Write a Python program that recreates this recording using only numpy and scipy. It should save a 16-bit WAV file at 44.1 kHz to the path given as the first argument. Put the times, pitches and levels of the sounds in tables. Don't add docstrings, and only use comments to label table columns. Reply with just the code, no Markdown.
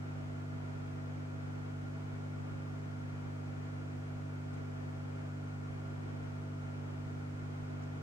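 import sys
import numpy as np
from scipy import signal
from scipy.fft import rfft, irfft
from scipy.io import wavfile

SR = 44100
rng = np.random.default_rng(int(sys.argv[2]) if len(sys.argv) > 2 else 0)


def generate_wav(signal):
    frames = np.transpose(np.atleast_2d(signal))
    scaled = np.clip(frames, -1, 1) * 32767
    pcm = np.round(scaled).astype(np.int16)
    wavfile.write(sys.argv[1], SR, pcm)


N = 353682
T, HZ = np.arange(N) / SR, np.fft.rfftfreq(N, 1 / SR)


def amp(db):
    return 10 ** (np.asarray(db) / 20)


def evened(x):
    return x / np.sqrt(np.mean(x ** 2) + 1e-30)


def read(points):
    hz, value = np.transpose(points)
    return np.interp(np.log(HZ + 1), np.log(hz), value)


def noise(gain):
    white = rfft(rng.standard_normal(N))
    return irfft(white * gain, N) * np.sqrt(SR / 2)


def drift(rate_hz):
    return evened(noise(np.exp(-(HZ / rate_hz) ** 2) * (HZ > 0)))


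def bell(centre_hz, width_hz):
    return 1 / (1 + (2 * (HZ - centre_hz) / width_hz) ** 2)


# [dB per root Hz, before the hiss is lifted by root 2]
HISS_CURVE = [(100, -110), (4000, -111.3), (7000, -111.2), (9000, -116), (10000, -120), (11000, -125.5),
              (12000, -135), (13000, -127.5), (14000, -123), (15700, -121.5)]


def hiss():
    gain = amp(read(HISS_CURVE))
    return np.sqrt(2) * np.array([noise(gain), noise(gain)])


# [s, peak to 1/e]
FAINT_TICKS = [(4.541, -67, 8000, 6000, .009), (7.833, -68, 6300, 1500, .012)]


def ticks():
    out = np.zeros((2, N))
    for start_s, level_db, pitch_hz, width_hz, length_s in FAINT_TICKS:
        band = np.exp(-((HZ - pitch_hz) / width_hz) ** 2) * amp(read(HISS_CURVE))
        puff = np.exp(-((T - start_s) / length_s) ** 2)
        pair = evened(np.array([noise(band), noise(band)]))
        out += amp(level_db) * puff * pair
    return out


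# [dB per root Hz, before the hollows]
AIR_SHARED = [(10, -103), (25, -94), (42, -80.5), (75, -85), (130, -80.5), (200, -84.5), (270, -82),
              (430, -85), (560, -88.5), (800, -89), (950, -91.5), (1300, -92.5), (1600, -99), (2400, -101),
              (4000, -114)]
# [dB per root Hz, before the hollows]
AIR_SPREAD = [(10, -98.5), (35, -85.5), (110, -78), (250, -79), (500, -82), (800, -86.5), (1200, -88.5),
              (1550, -90.5), (2300, -93), (2800, -101), (4000, -107.5), (7000, -113)]
# [dB, left minus right]
AIR_BALANCE = [(700, -0.3), (1300, 1.4), (2400, 1.3), (4400, -0.5)]
# pitch_hz [Hz], width_hz [Hz], mid_boost_db [dB], side_boost_db [dB]
HOUSING_HOLLOWS = [(655, 26, 4.5, 1.5), (847, 40, 0, 3), (1730, 150, 3, 1.5), (2195, 220, 2.5, -2.5),
                   (3080, 240, 2.5, 1.5)]


def air(swell_db=0.53, swell_rate_hz=7.6, top_hz=7200):
    mid_db, side_db = read(AIR_SHARED), read(AIR_SPREAD)
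    for pitch_hz, width_hz, mid_boost_db, side_boost_db in HOUSING_HOLLOWS:
        peak = bell(pitch_hz, width_hz)
        mid_db = mid_db + mid_boost_db * peak
        side_db = side_db + side_boost_db * peak
    dull = 1 / (1 + (HZ / top_hz) ** 12)
    mid, side = noise(amp(mid_db) * dull), noise(amp(side_db) * dull)
    lean = amp(np.outer([.5, -.5], read(AIR_BALANCE)))
    pair = irfft(rfft([mid + side, mid - side]) * lean, N)
    return pair * amp(swell_db * drift(swell_rate_hz))


def whistle(pitch_hz=1414, width_hz=165, level_db=-64.5, lead_rad=1.4):
    band = rfft(evened(noise(bell(pitch_hz, width_hz))))
    return amp(level_db) * irfft([band * np.exp(-1j * lead_rad), band], N)


# pitch_hz [Hz], level_db [rms dB], lead_rad [radians by which right leads left]
FAN_WHINE = [(1393, -67.5, 1.83), (2274, -85.5, 1.8), (2395, -84, .8), (3294, -83, 2), (4739, -96, 0.89),
             (6600, -98.5, 1.4)]


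def whine(wander=.00015, wander_rate_hz=2.5, flutter=0.31, flutter_rate_hz=16.0):
    clock_s = np.cumsum(1 + wander * drift(wander_rate_hz)) / SR
    out = np.zeros((2, N))
    for pitch_hz, level_db, lead_rad in FAN_WHINE:
        angle = 2 * np.pi * (pitch_hz * clock_s + rng.random())
        size = np.sqrt(2) * amp(level_db) * evened(1 + flutter * drift(flutter_rate_hz))
        out += size * np.cos([angle - lead_rad, angle])
    return out


MAINS_HZ, GLASS_LAG_RAD = 50.016, .57
EVEN_DB, EVEN_DB_PER_OCTAVE = -44.9, -14.5
ODD_DB, ODD_DB_PER_OCTAVE = -46, -14
# multiple [of the mains frequency], boost_db [dB]
TANK_COLOUR = [(4, -26), (5, 6.3), (6, 7.5), (7, -4), (8, 6), (13, 7.5), (16, 11), (24, 16)]


def hum_db(order):
    if order % 2:
        level_db = ODD_DB + ODD_DB_PER_OCTAVE * np.log2(order / 3)
    else:
        level_db = EVEN_DB + EVEN_DB_PER_OCTAVE * np.log2(order / 2)
    return level_db + sum(boost_db for multiple, boost_db in TANK_COLOUR if round(multiple) == order)


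def pump(waver=0.0086, unsteady_db=-85, left_db=-0.24, count=24):
    out = np.zeros(N)
    load = 1 + waver * drift(1.4)
    for order in range(2, count + 1):
        churn = amp(unsteady_db) * drift(3.5)
        size = amp(hum_db(order)) * load + churn
        angle = 2 * np.pi * order * MAINS_HZ * T - GLASS_LAG_RAD * order ** 2
        out += np.sqrt(2) * size * np.cos(angle)
    return out * amp([[left_db], [-left_db]])


def scene():
    return hiss() + ticks() + air() + whistle() + whine() + pump()


def record(dry, edge_hz=15740):
    lowpass = signal.firwin(1023, edge_hz, window=("kaiser", 9), fs=SR)
    return signal.oaconvolve(dry, lowpass[None], "same")


dry = scene()
out = record(dry)
generate_wav(out)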